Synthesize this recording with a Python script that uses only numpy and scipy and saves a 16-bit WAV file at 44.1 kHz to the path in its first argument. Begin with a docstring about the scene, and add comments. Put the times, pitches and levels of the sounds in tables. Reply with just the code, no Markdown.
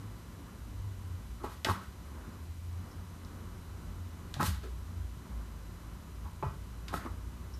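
"""A cat paws at a tall window pane in a carpeted room: paws knock the glass and slide off it, claws tick.
Knocks are short rough pushes that ring pane and frame; slides are noise that swells, fades and dulls;
ticks are tiny scratches; booms are low sines for the swinging pane. Knocks, slides and ticks get an echo.
The city is shaped noise, rumbling dully through the glass, with two low drones wavering in pitch.
The recorder adds noise hiss and a faint whine of steady sines."""
import sys
import numpy as np
from scipy import signal
from scipy.fft import rfft, irfft, next_fast_len
from scipy.io import wavfile
from scipy.ndimage import map_coordinates

SR = 44100
rng = np.random.default_rng(int(sys.argv[2]) if len(sys.argv) > 2 else 0)


def put_to_file(sound):
    """Save the sound as 16-bit audio at rate SR, in the file named by the first command-line argument."""
    columns = np.atleast_2d(sound).T  # one column per channel
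    safe = np.clip(columns, -1, 1)
    whole_steps = np.round(safe * 32767)
    wavfile.write(sys.argv[1], SR, whole_steps.astype(np.int16))


def amplitude_ratio(level_db):
    """Convert a level in decibels to the matching linear amplitude (field) ratio."""
    exponent = np.asarray(level_db, float) / 20
    return 10 ** exponent


N = 334968  # samples in the scene

# Tone colour of the deep city rumble: f/Hz, relative level/dB per Hz
RUMBLE_COLOUR = [(13, -53), (22, -26), (32, -14), (48, -8), (65, -3.5), (110, -9.5), (140, -17.5),
                 (240, -120)]
# Loudness of that rumble over time: t/s, level/dB
RUMBLE_LEVEL = [(0, -53.5), (.7, -46.5), (2.2, -50.5), (4, -48), (4.8, -50.5), (5.8, -48.5), (7.2, -48),
                (7.6, -49)]
# Tone colour of the city murmur: f/Hz, relative level/dB per Hz
MURMUR_COLOUR = [(59, -50), (100, -11), (135, -17.5), (172, -6.5), (200, -14), (230, -11.5), (255, -16.5),
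                 (288, -14), (315, -19.5), (375, -19), (420, -24), (800, -29), (1020, -23.5), (1500, -28.5),
                 (2600, -44.5), (3380, -53), (5720, -120)]
# Two low drones, perhaps distant engines, drifting in pitch: t/s, f/Hz, level before flutter/dB
HIGH_ENGINE = [(0, 101.9, -48.5), (.4, 99.2, -61), (.6, 105.4, -51), (.91, 96.7, -46.5), (1.18, 87, -47.5),
               (1.5, 87.8, -60), (1.72, 80.2, -55), (1.95, 69.3, -51.5), (2.28, 78, -50.5),
               (2.49, 82.2, -45), (2.94, 89.5, -43), (3.13, 86.8, -52), (4.04, 87.7, -41),
               (4.25, 82.7, -52), (4.42, 90, -40), (4.62, 90.2, -54), (5.05, 87.6, -45), (5.3, 91.5, -62),
               (5.7, 91.5, -55), (6.05, 88.3, -60), (6.5, 88.2, -47.5), (6.7, 91.2, -57.5),
               (7.1, 89.94, -42), (7.3, 89.6, -53), (7.6, 93.2, -53)]
LOW_ENGINE = [(0, 52.1, -52), (.35, 55.3, -53), (.75, 54.36, -49.5), (1.05, 52.76, -56),
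              (1.37, 57.5, -48.5), (1.9, 58, -65), (2.2, 56.67, -48), (2.58, 41.16, -63), (3.04, 41.5, -56),
              (3.45, 46.8, -56), (3.7, 46.97, -60), (3.85, 50.06, -46), (4.19, 50.1, -68),
              (4.51, 63.5, -44), (4.78, 60.4, -45), (5.01, 60.5, -40), (5.23, 59.1, -53),
              (5.35, 57.8, -41.5), (5.52, 53.37, -47.5), (5.65, 52.7, -51), (5.84, 53, -45.5),
              (5.96, 53.5, -50), (7.6, 61.5, -44.5)]
# Tone colour of the recorder's hiss: f/Hz, relative level/dB per Hz
HISS_COLOUR = [(880, -4.5), (1500, -8.5), (2120, -4.5), (3500, -6), (4030, -6), (4760, -8), (6180, -8),
               (10400, -11), (12900, -9), (13900, -12)]
# Recorder whine: multiple of its lowest tone, rms level/dB
WHINE_TONES = [(1, -75), (2, -79), (3, -78.5), (4, -79), (5, -83), (6, -79.5), (7, -82), (8, -86.5),
               (9, -82), (10, -85), (11, -88.5), (13, -85)]
# Paw pads on the pane: t/s, pane peak level/dB, brightest pane f/Hz,
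# frame peak level/dB, brightest frame f/Hz
KNOCKS = [(1.395, -46, 1106, -47, 305), (1.438, -30.5, 910, -30.5, 314), (1.647, -29.5, 640, -40, 294),
          (1.661, -28, 1760, -42, 305), (1.668, -28.5, 1000, -30, 223), (1.680, -32.5, 1340, -32.5, 445),
          (1.6875, -20.5, 1070, -36.5, 315), (1.698, -20, 1126, -34.5, 200), (1.709, -28.5, 950, -34, 200),
          (1.745, -38, 1400, -58, 323), (1.802, -44.5, 1490, -54, 300), (4.363, -43.5, 810, -35.5, 142),
          (4.397, -30, 1090, -29.5, 200), (4.403, -20.5, 1030, -35, 313), (4.411, -22, 1290, -28.5, 200),
          (4.424, -29.5, 920, -29.5, 200), (4.441, -34, 1270, -37, 200), (4.632, -49, 1307, -41.5, 393),
          (6.24, -44.5, 1026, -65, 301), (6.426, -27, 842, -32, 397.4), (6.433, -29.5, 889, -32, 140),
          (6.925, -35, 1000, -38.5, 315), (6.937, -28.5, 730, -34, 325), (6.9401, -24, 1340, -33.5, 200),
          (6.965, -37, 1450, -44.5, 200), (7.0, -44, 1690, -54, 320), (7.049, -38, 901, -35, 303),
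          (7.057, -33, 1026, -48, 320)]
# Ringing tones of the glass: f/Hz, width/Hz, relative level/dB
PANE_TONES = [(640, 90, -6), (834, 140, -7), (839, 55, 2), (1000, 70, 3), (1136, 41, 5), (1193, 36, 1.5),
              (1293, 77, 3), (1418, 20, -5), (1476, 22, 2), (1646, 19, -2), (1900, 22, -2), (2300, 23, -32),
              (2456, 14, -7.5), (3023, 39, -13.5), (3530, 46, -27)]
# Ringing tones of the window frame: f/Hz, width/Hz, relative level/dB
FRAME_TONES = [(133, 12, 6), (200, 13, -5), (254, 27, -17.5), (301, 21, -1), (410, 8.3, 5),
               (447, 74, -18.5)]
# How long the room's echo takes to fall by 60 dB: f/Hz, fall time/s
ROOM_FADE = [(150, 0.55), (1000, 0.32), (4000, 0.4), (12000, 0.24)]
# Fur and pads sliding over the glass: t of full stroke/s, rise time/s, swish level/dB,
# level of the rub through the pane/dB, brightness/0-1
STROKES = [(1.445, 0.013, -53.5, -44, .15), (1.538, 0.098, -58, -56, 0.6), (1.653, .006, -43, -42, 0.3),
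           (1.7, 0.036, -46.5, -39, 0.67), (1.84, .05, -60, -70, 0.7), (4.343, .003, -49, -52, 0),
           (4.41, 0.019, -46, -39, 0.36), (4.463, 0.053, -36.5, -46, 0.87), (4.55, .05, -57, -58, 0.3),
           (4.645, 0.034, -57, -71, 0.22), (6.445, 0.013, -67, -41.5, 0.02), (6.886, 0.0046, -51, -49, 0),
           (6.94, 0.013, -49.5, -52, .8), (6.964, 0.039, -54.5, -49.5, 0.52), (7.065, 0.059, -70, -54, 0.3)]
# Tone colour of the swish, before it is tilted dull or bright: f/Hz, relative level/dB per Hz
SWISH_COLOUR = [(880, -42), (1500, -3.5), (2200, -10.5), (2460, -11), (2750, -10), (4060, -7), (5280, -12),
                (13900, -17)]
# Claw tips on glass: t/s, peak level/dB, centre f/Hz, width of each of two filter passes/Hz,
# scratch decay time/s
TICKS = [(1.435, -49, 3530, 3040, 0.0027), (1.6465, -20, 3850, 4020, 0.00094),
         (1.6488, -17.5, 2500, 3100, 0.0026), (2.913, -53.5, 5340, 900, 0.0099),
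         (3.249, -43.5, 5160, 4003, 0.0014), (4.3405, -28, 4100, 2575, 0.0019),
         (4.4303, -24, 5000, 9230, .0006), (4.636, -52, 4300, 1483, 0.0048),
         (6.4268, -45.5, 2450, 600, .004), (6.882, -34.5, 2596, 2995, 0.003),
         (6.886, -34, 3500, 3963, 0.001), (7.049, -45, 2997, 2500, .002), (7.537, -48.5, 5440, 594.5, .015)]
# The whole pane swings as weight lands on it: t/s, peak level/dB, f/Hz
BOOMS = [(1.683, -28.5, 93.6), (4.429, -33.5, 102), (4.474, -26, 81.8), (6.24, -40, 75), (6.432, -38, 99.6),
         (6.454, -34, 67)]

MURMUR_DB = -53  # before its level wavers
WHINE_HZ = 996  # lowest tone
TOP_HZ = 14050  # the recorder turns down what lies above
# A harder blow touches more briefly: contact time at one level, and halvings for each dB above it
CONTACT_S, CONTACT_AT_DB, HALVES_PER_DB = 0.0036, -28, 0.2
BOOM_RISE_S, BOOM_T60_S = 0.011, 0.17  # T60: time to fall by 60 dB
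RISE_DB = 16.5  # how far a stroke climbs to its full level
SWISH_FALL_DB_PER_S, RUB_FALL_DB_PER_S = 299, 240
DULLS_PER_S = 4.5  # brightness lost each second


def unit(x):
    """Scale x to rms 1."""
    return x / np.sqrt(np.mean(x ** 2) + 1e-20)


def along(points, hz):
    """Read (f/Hz, value) points at any frequency, on a log axis."""
    f, value = np.transpose(points)
    return np.interp(np.log(hz + 1), np.log(f + 1), value)


def curves(rows):
    """Join timed rows into one smooth-running value per sample, for each column after the time."""
    s, *columns = np.transpose(rows)
    return [np.interp(np.arange(N) / SR, s, column) for column in columns]


def wobble(rate):
    """A smooth random curve with `rate` random points a second."""
    points = rng.standard_normal(int(N * rate / SR) + 4)
    return map_coordinates(points, [np.arange(N) * rate / SR])


def filtered(x, response):
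    """Pass x through a filter given as a (complex) response to frequency."""
    size = next_fast_len(len(x) + 8192)  # spare room for ringing
    spectrum = rfft(x, size) * response(np.fft.rfftfreq(size, 1 / SR))
    return irfft(spectrum, size)[:len(x)]


def noise(colour):
    """Random noise of rms 1 with the given tone colour."""
    return unit(filtered(rng.standard_normal(N), lambda f: amplitude_ratio(along(colour, f))))


def resonant(modes):
    """Response of an object that rings at each (f/Hz, width/Hz, level/dB), with alternating signs."""
    def response(f):
        total = 0
        for k, (centre, width, db) in enumerate(modes):
            damping = 1j * f * width
            total = total + (-1) ** k * amplitude_ratio(db) * damping / (centre ** 2 - f ** 2 + damping)
        return total
    return response


def add(track, s, sound, db):
    """Place a sound in the track at time s, with its peak at db."""
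    part = track[round(s * SR):][:len(sound)]
    part += amplitude_ratio(db) * sound[:len(part)] / np.abs(sound).max()


def city():
    """Deep rumble and wavering murmur through the glass: noise with little treble."""
    rumble_db, = curves(RUMBLE_LEVEL)
    rumble = amplitude_ratio(rumble_db) * noise(RUMBLE_COLOUR)
    murmur = amplitude_ratio(MURMUR_DB) * noise(MURMUR_COLOUR) * amplitude_ratio(1.6 * wobble(4.9))
    return rumble + murmur


def engine(rows, width_hz):
    """A drone: slow noise roughens a drifting tone into a narrow band, and its level flutters."""
    hz, db = curves(rows)
    slow = [unit(filtered(rng.standard_normal(N), lambda f: 1 / (1 + (f / width_hz) ** 4)))
            for _ in range(2)]
    phase = 2 * np.pi * np.cumsum(hz) / SR
    drone = unit((2.5 + slow[0]) * np.cos(phase) + slow[1] * np.sin(phase))
    return amplitude_ratio(db + 2.03 * wobble(8)) * drone


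def hiss():
    """The recorder's electronics hiss: steady coloured noise."""
    return amplitude_ratio(-61.5) * noise(HISS_COLOUR)


def whine():
    """The electronics whine: steady sines at whole multiples of one pitch."""
    t = np.arange(N) / SR
    return sum(amplitude_ratio(db) * np.sqrt(2) * np.sin(2 * np.pi * (k * WHINE_HZ * t + rng.random()))
               for k, db in WHINE_TONES)


def struck(modes, hz):
    """A soft pad gives a dull thud at once and rings most the tones near hz, set by where it lands."""
    def near(f, share):
        return resonant([(hz, share * hz, 0)])(f) ** 2

    def response(f):
        soft = 1 / (1 + 1j * f / (1.6 * hz)) ** 2  # a pad is too soft to drive the treble
        thud = 0.75 * near(f, 0.65)
        ring = resonant(modes)(f) * (0.15 + near(f, 0.26))
        return soft * (thud + ring)
    return response


def knocks():
    """Paws knock the window: each short rough contact drives both the pane and the frame."""
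    track, t = np.zeros(N), np.arange(SR // 4) / SR
    for s, pane_db, pane_hz, frame_db, frame_hz in KNOCKS:
        length = CONTACT_S * 2 ** (HALVES_PER_DB * (CONTACT_AT_DB - max(pane_db, frame_db)))
        swell = 1 - np.exp(-4 * t / length)
        push = np.exp(-t / length) * swell * rng.standard_normal(len(t))
        push[0] = 6e-5 / length ** 2  # a short contact is all first touch, a long one a soft brush
        add(track, s, filtered(push, struck(PANE_TONES, pane_hz)), pane_db)
        add(track, s, filtered(push, struck(FRAME_TONES, frame_hz)), frame_db)
    return track


def room(x):
    """The room's echo: a noise tail in which each frequency dies at its own speed."""
    hz, t, z = signal.stft(rng.standard_normal(SR // 2), SR, nperseg=256)
    fade = amplitude_ratio(-60 * t / along(ROOM_FADE, hz)[:, None])
    tail = signal.istft(z * fade, SR, nperseg=256)[1]
    late = np.pad(x, (130, 0))  # the echo starts 130 samples, about 3 ms, later
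    return signal.fftconvolve(late, tail / np.linalg.norm(tail))[:N]


def slides():
    """Fur swishes and a pad rubs the pane in uneven catches; each stroke swells, fades and dulls."""
    # each pair holds a dull and a bright version
    swishes = [unit(filtered(noise(SWISH_COLOUR) * amplitude_ratio(0.65 * wobble(70)), lambda f: (f + 300) ** tilt))
               for tilt in (-.6, .4)]
    catches = rng.standard_normal((2, N)) * amplitude_ratio(2.7 * wobble(90))
    rubs = [unit(filtered(c, lambda f: resonant(PANE_TONES)(f) * (f + 100) ** tilt))
            for c, tilt in zip(catches, (-.3, 1.4))]
    track, t = np.zeros(N), np.arange(N) / SR
    for s, rise, swish_db, rub_db, bright in STROKES:
        after = np.maximum(t - s, 0)
        rising = np.where(t > s - rise, amplitude_ratio(RISE_DB * np.minimum(t - s, 0) / rise), 0)
        turn = np.clip(bright - DULLS_PER_S * after, 0, 1) * np.pi / 2  # 0 is all dull
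        swish_fade = swish_db - SWISH_FALL_DB_PER_S * after
        rub_fade = rub_db - RUB_FALL_DB_PER_S * after
        for (dull, sharp), db in ((swishes, swish_fade), (rubs, rub_fade)):
            track += rising * amplitude_ratio(db) * (np.cos(turn) * dull + np.sin(turn) * sharp)
    return track


def ticks():
    """A claw tip gives a dry, wide click; in the glass its treble runs ahead of its bass."""
    track, t = np.zeros(N), np.arange(SR // 20) / SR
    for s, db, hz, width, length in TICKS:
        scratch = np.exp(-t / length) * .5 * rng.standard_normal(len(t))
        scratch[0] = 0.0048 / length  # a quick touch is one sharp click

        def glass(f):
            bending = np.exp(-1j * .25 * np.sqrt(f))  # delay falls as one over the root of frequency
            return resonant([(hz, width, 0)])(f) ** 2 * bending
        add(track, s, filtered(scratch, glass), db)
    return track


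def booms():
    """The lowest bending of the pane, a sine, swells under the push and dies away."""
    track, t = np.zeros(N), np.arange(SR // 2) / SR
    for s, db, hz in BOOMS:
        swell = (1 - np.exp(-t / BOOM_RISE_S)) ** 2
        add(track, s, np.sin(2 * np.pi * hz * t) * swell * amplitude_ratio(-60 * t / BOOM_T60_S), db)
    return track


def scene():
    """The city outside, the cat at the glass and its echo in the room."""
    outside = city() + engine(HIGH_ENGINE, width_hz=5.3) + engine(LOW_ENGINE, width_hz=6.4)
    cat = knocks() + slides() + ticks()
    return (outside + cat + amplitude_ratio(-7.5) * room(cat) + booms())[None]


def top_cut(x):
    """Nothing passes above the cut-off."""
    return signal.sosfilt(signal.butter(12, 14730, fs=SR, output="sos"), x)


def record(dry):
    """The electronics add hiss and whine, and turn everything from TOP_HZ up down by 43 dB."""
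    noisy = dry[0] + hiss() + whine()
    mix = filtered(noisy, lambda f: np.where(f < TOP_HZ, 1, amplitude_ratio(-43)))
    return top_cut(mix[None])


dry = scene()
out = record(dry)
put_to_file(out)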